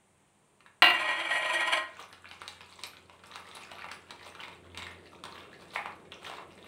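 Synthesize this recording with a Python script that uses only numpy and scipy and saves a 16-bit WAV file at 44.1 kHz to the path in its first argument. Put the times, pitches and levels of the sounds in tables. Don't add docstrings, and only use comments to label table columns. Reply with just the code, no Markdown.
import sys
import numpy as np
from scipy import signal
from scipy.io import wavfile

SR = 44100
rng = np.random.default_rng(int(sys.argv[2]) if len(sys.argv) > 2 else 0)


def put_to_file(sound):
    columns = np.atleast_2d(sound).T
    safe = np.clip(columns, -1, 1)
    whole_steps = np.round(safe * 32767)
    wavfile.write(sys.argv[1], SR, whole_steps.astype(np.int16))


N = 294147
T = np.arange(N) / SR


def from_db(db):
    return 10 ** (np.asarray(db) / 20)


def rms_one(x):
    return x / np.sqrt(np.mean(x ** 2) + 1e-20)


def energy_one(x):
    return x / np.sqrt(np.sum(x ** 2) + 1e-20)


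def level_in_time(rows):
    s, db = np.transpose(rows)
    return np.interp(T, s, db)


def at_hz(points, hz):
    f, value = np.transpose(points)
    return np.interp(np.log(np.maximum(hz, 1)), np.log(f), value)


def fade(t, t60):
    return np.exp(-np.log(1000) * t / t60)


def ramp(since_s, length_s):
    return np.clip(since_s / length_s, 0, 1)


def add(out, s, sound):
    i = min(max(round(s * SR), 0), N)
    out[i:i + len(sound)] += sound[:N - i]


def through(x, response):
    return signal.oaconvolve(x, response)[:N]


def colour(spectrum, size=4096):
    hz = np.abs(np.fft.fftfreq(size, 1 / SR))
    log_gain = np.log(from_db(at_hz(spectrum, hz)))
    min_phase = np.exp(signal.hilbert(log_gain).conj())
    return energy_one(np.fft.ifft(min_phase).real[:size // 2])


def cut(x, hz, kind, order=2):
    sos = signal.butter(order, min(hz, SR / 2 - 1), kind, fs=SR, output="sos")
    return signal.sosfilt(sos, x)


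def drift(per_s):
    return np.interp(T * per_s, np.arange(4096), rng.standard_normal(4096))


def grains(per_s, spread_db):
    sizes = from_db(spread_db * np.minimum(rng.exponential(1, N), 4))
    signs = rng.choice([-1, 1], N)
    return rms_one(sizes * signs * (rng.random(N) < per_s / SR))


def burst(t60, per_s, snap):
    t = T[:SR // 10]
    run = rng.standard_normal(len(t)) * (rng.random(len(t)) < per_s / SR) * fade(t, t60)
    run[0] = snap
    return energy_one(run)


# frequency in Hz, t60 in seconds.
KITCHEN_T60 = [(150, 0.87), (500, 0.34), (1400, 0.51), (3700, 0.21), (10000, 0.31)]


def kitchen(x, wet_db, count=9):
    t = T[:SR * 2 // 3]
    edges_hz = np.geomspace(60, 18000, count + 1)
    tail = np.zeros(len(t))
    for low, high in zip(edges_hz, edges_hz[1:]):
        band = cut(cut(rng.standard_normal(len(t)), low, "high"), high, "low")
        tail += band * fade(t, at_hz(KITCHEN_T60, np.sqrt(low * high)))
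    return x + from_db(wet_db) * through(x, energy_one(tail * ramp(t - .002, .0025)))


ENGINE_DB, ENGINE_START_S, ENGINE_RISE_S = -68.5, 1.57, 0.59
SWELL_S, SWELL_WIDTH_S, SWELL_DB = 4.8, .23, 13.5
ROAD_FAR_DB, ROAD_NEAR_DB = -73, -56
ROAD_APPROACH_S, ROAD_NEAR_S = 1.25, 5.45


def street_levels():
    running = np.clip((T - ENGINE_START_S) / ENGINE_RISE_S, .1, 1)
    swell_db = SWELL_DB * np.exp(-((T - SWELL_S) / SWELL_WIDTH_S) ** 2)
    engine_db = ENGINE_DB + 20 * np.log10(running) + swell_db
    return engine_db, np.interp(T, [ROAD_APPROACH_S, ROAD_NEAR_S], [ROAD_FAR_DB, ROAD_NEAR_DB])


ENGINE_HZ = 88.5
# multiple of ENGINE_HZ, relative level in dB.
ENGINE_ORDERS = [(1, -1), (2, -9), (3, -11.5), (4, -7)]
# frequency in Hz, rms level in dB.
MAINS = [(50, -94), (150, -79.5), (200, -78)]
# frequency in Hz, relative level in dB per Hz.
ROAD_SPECTRUM = [(30, -31), (60, -6.5), (120, -3), (180, 4.5), (260, -1.5), (380, 6), (700, -3),
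                 (1500, -46), (3000, -59)]
HISS_SPECTRUM = [(30, -17.5), (100, 5.5), (400, -12.5), (900, 0), (1450, -9), (2000, -8), (3200, -11.5),
                 (5200, -22), (7000, -14.5), (9000, -8.5), (11500, -29), (15500, -29)]


def background(hiss_db=-69):
    engine_db, road_db = street_levels()
    phase = 2 * np.pi * np.cumsum(ENGINE_HZ * (1 + 0.00588 * drift(6))) / SR
    engine, hum = np.zeros((2, N))
    for k, db in ENGINE_ORDERS:
        engine += np.sqrt(2) * from_db(db + 2.0 * drift(10)) * np.sin(round(k) * phase)
    for hz, db in MAINS:
        hum += np.sqrt(2) * from_db(db) * np.sin(2 * np.pi * hz * T)
    rumble = from_db(road_db) * through(rng.standard_normal(N), colour(ROAD_SPECTRUM))
    hiss = from_db(hiss_db) * through(rng.standard_normal(N), colour(HISS_SPECTRUM))
    return hiss + hum + rumble + from_db(engine_db) * engine


# hardest squeeze in seconds, effort in relative dB, paste fizz in relative dB,
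# build-up in seconds.
STROKES = [(1.99, -55.5, -59, .06), (2.44, -59, -56, .1), (2.79, -60, -54, .12), (3.33, -54, -58, .06),
           (3.57, -56, -52, .09), (3.82, -50, -59.5, .14), (4.26, -58.5, -61, .12), (4.45, -53, -60.5, .08),
           (4.84, -52, -65, .09), (5.39, -53.5, -61.5, .13), (5.8, -56, -59, .2), (6.3, -49, -52, .08),
           (6.62, -59, -66, .15)]
RELEASE_S = .09
REST_DB, REST_FIZZ_DB = -65.5, -68
KNEAD_START_S = 1.85


def stroke_levels():
    effort, fizz = from_db(REST_DB) ** 2, from_db(REST_FIZZ_DB) ** 2
    for s, effort_db, fizz_db, build_s in STROKES:
        grip = np.exp(-((T - s) / np.where(T < s, build_s, RELEASE_S)) ** 2)
        effort = effort + (from_db(effort_db) * grip) ** 2
        fizz = fizz + (from_db(fizz_db) * grip) ** 2
    return 10 * np.log10(effort), 10 * np.log10(fizz)


def pocket(hz, cycles, rise):
    t, life_s = T[:SR // 30], cycles / hz + 0.0027
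    ring = np.sin(2 * np.pi * hz * t * (1 + rise * t / life_s))
    return ring * fade(t, life_s) * (1 - np.exp(-2 * hz * t))


SMALL_POP_DB, SMALL_SPRAY_DB, SMALL_RANGE_DB = 19.5, 4, 3
SMALL_LOW_HZ, SMALL_HIGH_HZ = 1190, 4000


def small_squelches(count=60):
    effort_db, fizz_db = stroke_levels()
    work = np.cumsum(from_db(effort_db / 2) * (T > KNEAD_START_S))
    when, size, pitch, wet = rng.random((count, 4)).T
    i = np.searchsorted(work, work[-1] * (np.arange(count) + when) / count)
    pop_db = effort_db[i] + SMALL_POP_DB - SMALL_RANGE_DB * size
    hz = SMALL_LOW_HZ * (SMALL_HIGH_HZ / SMALL_LOW_HZ) ** pitch
    spray_db = fizz_db[i] + SMALL_SPRAY_DB - SMALL_RANGE_DB * wet
    return list(zip(T[i], pop_db, hz, spray_db))


# burst in seconds, pop in relative dB, pop pitch in Hz, paste spray in relative dB.
SQUELCHES = [(0.6055, -43, 1260, -58.5), (0.6621, -38, 1580, -59), (1.998, -38, 1150, -47),
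             (2.128, -34.5, 1710, -45.5), (2.244, -32.5, 1360, -70), (2.256, -30.5, 2260, -68),
             (2.313, -29, 2780, -48), (2.4172, -27.5, 1280, -41), (2.479, -35, 3920, -33.5),
             (2.608, -29, 2470, -51), (2.836, -31, 1100, -29), (2.969, -36, 3800, -58),
             (3.097, -37.5, 1050, -57), (3.237, -36, 1340, -52.5), (3.3578, -29.5, 1210, -38.5),
             (3.569, -32, 1100, -44), (3.716, -30, 680, -44), (3.792, -28.5, 1330, -61),
             (3.843, -24.5, 1070, -48.5), (3.887, -32, 2300, -52), (3.9146, -27, 1650, -36.5),
             (4.107, -30, 960, -39), (4.351, -35, 1340, -49.5), (4.407, -32.5, 2830, -48),
             (4.436, -27.5, 2080, -49.5), (4.481, -34, 1170, -48), (4.747, -32.5, 2380, -52),
             (4.774, -29, 2440, -35), (4.822, -26.5, 3660, -47), (4.867, -26, 1970, -46.5),
             (5.238, -30.5, 1090, -38.5), (5.253, -32, 980, -41), (5.858, -21, 1120, -46.5),
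             (6.12, -26, 3230, -48), (6.297, -28, 710, -45.5), (6.313, -28.5, 1050, -50),
             (6.384, -25.5, 1020, -66)]
# frequency in Hz, relative level in dB per Hz.
SLAP_SPECTRUM = [(90, -12.5), (300, -5), (650, -4.5), (1100, 1.5), (1700, -1), (2500, 2), (3500, -8),
                 (6000, -35)]
SPRAY_SPECTRUM = [(900, -30), (2500, 3), (3700, 13), (5200, 1.5), (7000, -3.5), (8800, 0.5), (12500, -23),
                  (15400, -14)]
SLAP_WETNESS = 0.33


def squelches(slap_db=14, spray_db=19, cycles=7.65, follow_db=-10, scatter_octaves=1, tear_db=-13, count=3):
    pops, slaps, sprays = np.zeros((3, N))
    for s, pop_db, hz, paste_db in SQUELCHES + small_squelches():
        add(pops, s, from_db(pop_db) * pocket(hz, cycles, rise=0.11))
        for late, size in rng.random((count, 2)):
            follower = pocket(hz * 2 ** (scatter_octaves * (2 * size - 1)), cycles, rise=0.088)
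            add(pops, s + 0.024 * late, from_db(pop_db + follow_db - 2.8 * late) * follower)
        meat_db = pop_db + SLAP_WETNESS * (paste_db - pop_db) + slap_db
        tearing = burst(0.063, 680, snap=0.23)[::-1]
        add(slaps, s - len(tearing) / SR, from_db(meat_db + tear_db) * tearing)
        add(slaps, s, from_db(meat_db) * burst(0.06, 2400, snap=0.62))
        add(sprays, s, from_db(paste_db + spray_db) * burst(0.014, 3000, snap=0.34))
    wet = through(slaps, colour(SLAP_SPECTRUM)) + through(sprays, colour(SPRAY_SPECTRUM))
    return cut(pops, 250, "high") + wet


# frequency in Hz, struck level in relative dB, rubbed level in relative dB,
# undamped t60 in seconds.
DISH_MODES = [(352, -28, -26, .16), (635, -40, -19, .16), (711, -9, -28, .28), (765, -28, -22, .2),
              (1017, -9, -10, .28), (1048, -12, -12, .26), (1250, -17, -15, .15), (1432, -26, -14, .18),
              (1526, -22, -18, .2), (1565, -19, -31, .24), (1755, -23, -19, .18), (1886, -15, -6, .2),
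              (2176, -20, -10, .06), (2250, -25, -18, .16), (2376, -16, -22, .18), (2512, -15, -21, .18),
              (2785, -4, -19, .23), (2896, -15, -35, .18), (3214, -28, -13, .13), (3725, -22, -28, .14),
              (3975, -19, -22, .05), (4102, -20, -35, .12), (4378, -40, -28, .07), (6100, -45, -29, .06),
              (7080, -50, -34, .03), (7660, -49, -26, .014), (8540, -32, -31, .04), (9030, -32, -25, .018),
              (10500, -37, -32, .01)]


def steel(column, body, ring_db, body_db, crack_db, body_t60, damping=1):
    t = T[:SR // 2]
    modes = np.zeros(len(t))
    for k, row in enumerate(DISH_MODES):
        ring = np.sin(2 * np.pi * row[0] * t) * fade(t, row[3] * damping)
        modes += (-1) ** k * from_db(row[column]) * energy_one(ring)
    crowd = from_db(body_db) * energy_one(rng.standard_normal(len(t)) * fade(t, body_t60))
    crowd[0] += from_db(crack_db)
    crowd = signal.fftconvolve(crowd, colour(body))[:len(t)]
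    return from_db(ring_db) * cut(modes, 237, "high") + crowd


# start in seconds, force in dB.
DISH_BLOWS = [(0.8217, 18), (.8283, 6), (.8421, 10.5)]
# time in seconds, force in dB.
SETTLE = [(.845, -63), (.858, -17), (.89, -27.5), (.905, -18.5), (.93, -66)]
# frequency in Hz, relative level in dB per Hz.
STRUCK_BODY = [(90, -53), (250, -29.5), (500, -11.5), (900, -3), (2400, -2.5), (3000, 1), (3500, -12),
               (4200, -8), (5300, -31.5), (9000, -55), (11500, -32.5), (15000, -32.5)]


def clang(thud_db=-55, thud_hz=95, thud_t60=.5):
    chattering = (T > SETTLE[0][0]) * (T < SETTLE[-1][0])
    force = from_db(level_in_time(SETTLE)) * grains(1500, 0.82) * chattering
    for s, db in DISH_BLOWS:
        add(force, s, from_db([db]))
    since = np.maximum(T - DISH_BLOWS[0][0], 0)
    thud = from_db(thud_db) * np.sin(2 * np.pi * thud_hz * since)
    thud *= fade(since, thud_t60) * (1 - fade(since, .15))
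    struck = steel(1, STRUCK_BODY, ring_db=-3.5, body_db=-5.0, crack_db=-11.0, body_t60=0.039)
    return thud + through(force, struck)


SLIDE_START_S, SLIDE_END_S = 0.83, 1.795


def slide_gate(attack_s, release_s):
    return ramp(T - SLIDE_START_S, attack_s) * ramp(SLIDE_END_S - T, release_s)


# start in seconds, jolt in dB, grinding in relative dB.
DISH_CATCHES = [(1.0113, -11, -49), (1.326, -7, -52), (1.375, -15, -46), (1.5348, 1, -47),
                (1.606, -2.5, -49), (1.674, -1.5, -50), (1.7211, 4.5, -54), (1.729, 4, -61),
                (1.769, -1, -68)]
GRIT_DB, GRIT_GAIN_DB_PER_S = -54.5, 1.5
CATCH_S = 0.012


def grit_level():
    level = from_db(GRIT_DB + GRIT_GAIN_DB_PER_S * (T - SLIDE_START_S))
    for s, _, db in DISH_CATCHES:
        level += from_db(db) * np.exp(-((T - s - CATCH_S / 2) / CATCH_S) ** 2)
    return level


# time in seconds, relative level in dB.
PRESSURE = [(.95, -35), (1.0, -26.5), (1.07, -30.5), (1.25, -33), (1.36, -30.5), (1.57, -33), (1.61, -27),
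            (1.785, -36)]
# frequency in Hz, relative level in dB per Hz.
RUBBED_BODY = [(90, -28), (230, -18), (360, -6.5), (480, -8), (650, 1), (900, -4), (1600, -2.5),
               (2400, 1.5), (3000, 1), (3500, -8.5), (4200, -3.5), (5300, -32.5), (9000, -24), (12000, -40),
               (15000, -40)]
CONTACT_DAMPING = 0.59


def scrape(slide_db=-1, grit_db=-3, judder_db=3.5):
    rubbed = steel(2, RUBBED_BODY, ring_db=-1.5, body_db=-5.0, crack_db=-8.5, body_t60=0.037,
                   damping=CONTACT_DAMPING)
    sliding = slide_gate(0.024, 0.012) * from_db(judder_db * drift(70))
    stick_slip = cut(grains(3500, 2.8), 3680, "low")
    force = sliding * from_db(level_in_time(PRESSURE) + slide_db) * stick_slip
    for s, db, _ in DISH_CATCHES:
        add(force, s, from_db(db) * burst(0.094, 1500, snap=0.5))
    grit = sliding * from_db(grit_db) * grit_level() * grains(1500, 2.4)
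    high_modes = energy_one(cut(rubbed, 6200, "high", order=8))
    return through(force, rubbed) + through(grit, high_modes)


def screech(screech_db=-8, centre_hz=2200, wander_octaves=.11, width_hz=70, flutter_db=3):
    phase = 2 * np.pi * np.cumsum(centre_hz * 2 ** (wander_octaves * drift(28))) / SR
    rough = rms_one(cut(rng.standard_normal(N), width_hz, "low"))
    level_db = level_in_time(PRESSURE) + screech_db + flutter_db * drift(22.45)
    return slide_gate(.04, .02) * from_db(level_db) * rough * np.sin(phase)


def bubbles(low_hz, high_hz, cycles, range_db, count):
    out = np.zeros(N)
    for when, size, force in rng.random((count, 3)):
        hz = low_hz * (high_hz / low_hz) ** size
        add(out, when * T[-1], from_db(-range_db * force) * pocket(hz, cycles, rise=0.14))
    return rms_one(cut(out, low_hz / 2, "high"))


# frequency in Hz, relative level in dB per Hz.
SQUISH_SPECTRUM = [(120, -36), (400, -4.5), (700, -3), (1150, 0.5), (1700, -10), (2400, -5.5), (3500, -7.5),
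                   (5500, -29)]


def kneading(squish_db=-5, bubble_db=-3, fizz_db=-9, tick_db=-11, clump_db=5.5):
    effort_db, paste_db = stroke_levels()
    working = ramp(T - KNEAD_START_S, 0.03) * from_db(clump_db * drift(45))
    squish = from_db(squish_db) * through(grains(1500, 3.6), colour(SQUISH_SPECTRUM))
    squish += from_db(bubble_db) * bubbles(863, 4350, cycles=16.6, range_db=10.5, count=320)
    fizz_response = energy_one(cut(colour(SPRAY_SPECTRUM), 2600, "high"))
    fizz = from_db(fizz_db) * through(grains(1700, 4.6), fizz_response)
    fizz += from_db(tick_db) * bubbles(3900, 11460, cycles=7.8, range_db=29.0, count=450)
    return working * (from_db(effort_db) * squish + from_db(paste_db) * fizz)


# start in seconds, force in dB.
BOWL_KNOCKS = [(5.752, -49), (5.7585, -31), (5.7605, -24), (5.7649, -30), (5.772, -49), (5.7907, -34.5),
               (5.803, -48), (5.8577, -45.5)]
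# frequency in Hz, level before filtering in dB, t60 in seconds.
BOWL_MODES = [(670, -34, 0.061), (816, 1, 0.043), (1027, -6, 0.042), (1246, -1, 0.028), (1750, -3, 0.015),
              (1935, 0, 0.012), (2170, 0, 0.026)]


def bowl():
    force, t = np.zeros(N), T[:SR // 4]
    for s, db in BOWL_KNOCKS:
        add(force, s, from_db([db]))
    ring = sum(from_db(db) * np.sin(2 * np.pi * hz * t) * fade(t, t60) for hz, db, t60 in BOWL_MODES)
    knocks = cut(through(force, ring), 820, "high", order=3)
    return cut(knocks, 3200, "low", order=4)


def scene():
    dish = clang() + scrape() + screech()
    meat = squelches() + kneading() + bowl()
    return (kitchen(dish, wet_db=-6) + kitchen(meat, wet_db=-3) + background())[None]


CUTOFF_HZ = 15700


def record(dry):
    rounded = .8 * np.tanh(dry / .8)
    sos = signal.ellip(10, .1, 80, CUTOFF_HZ, fs=SR, output="sos")
    return signal.sosfilt(sos, rounded)


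dry = scene()
out = record(dry)
put_to_file(out)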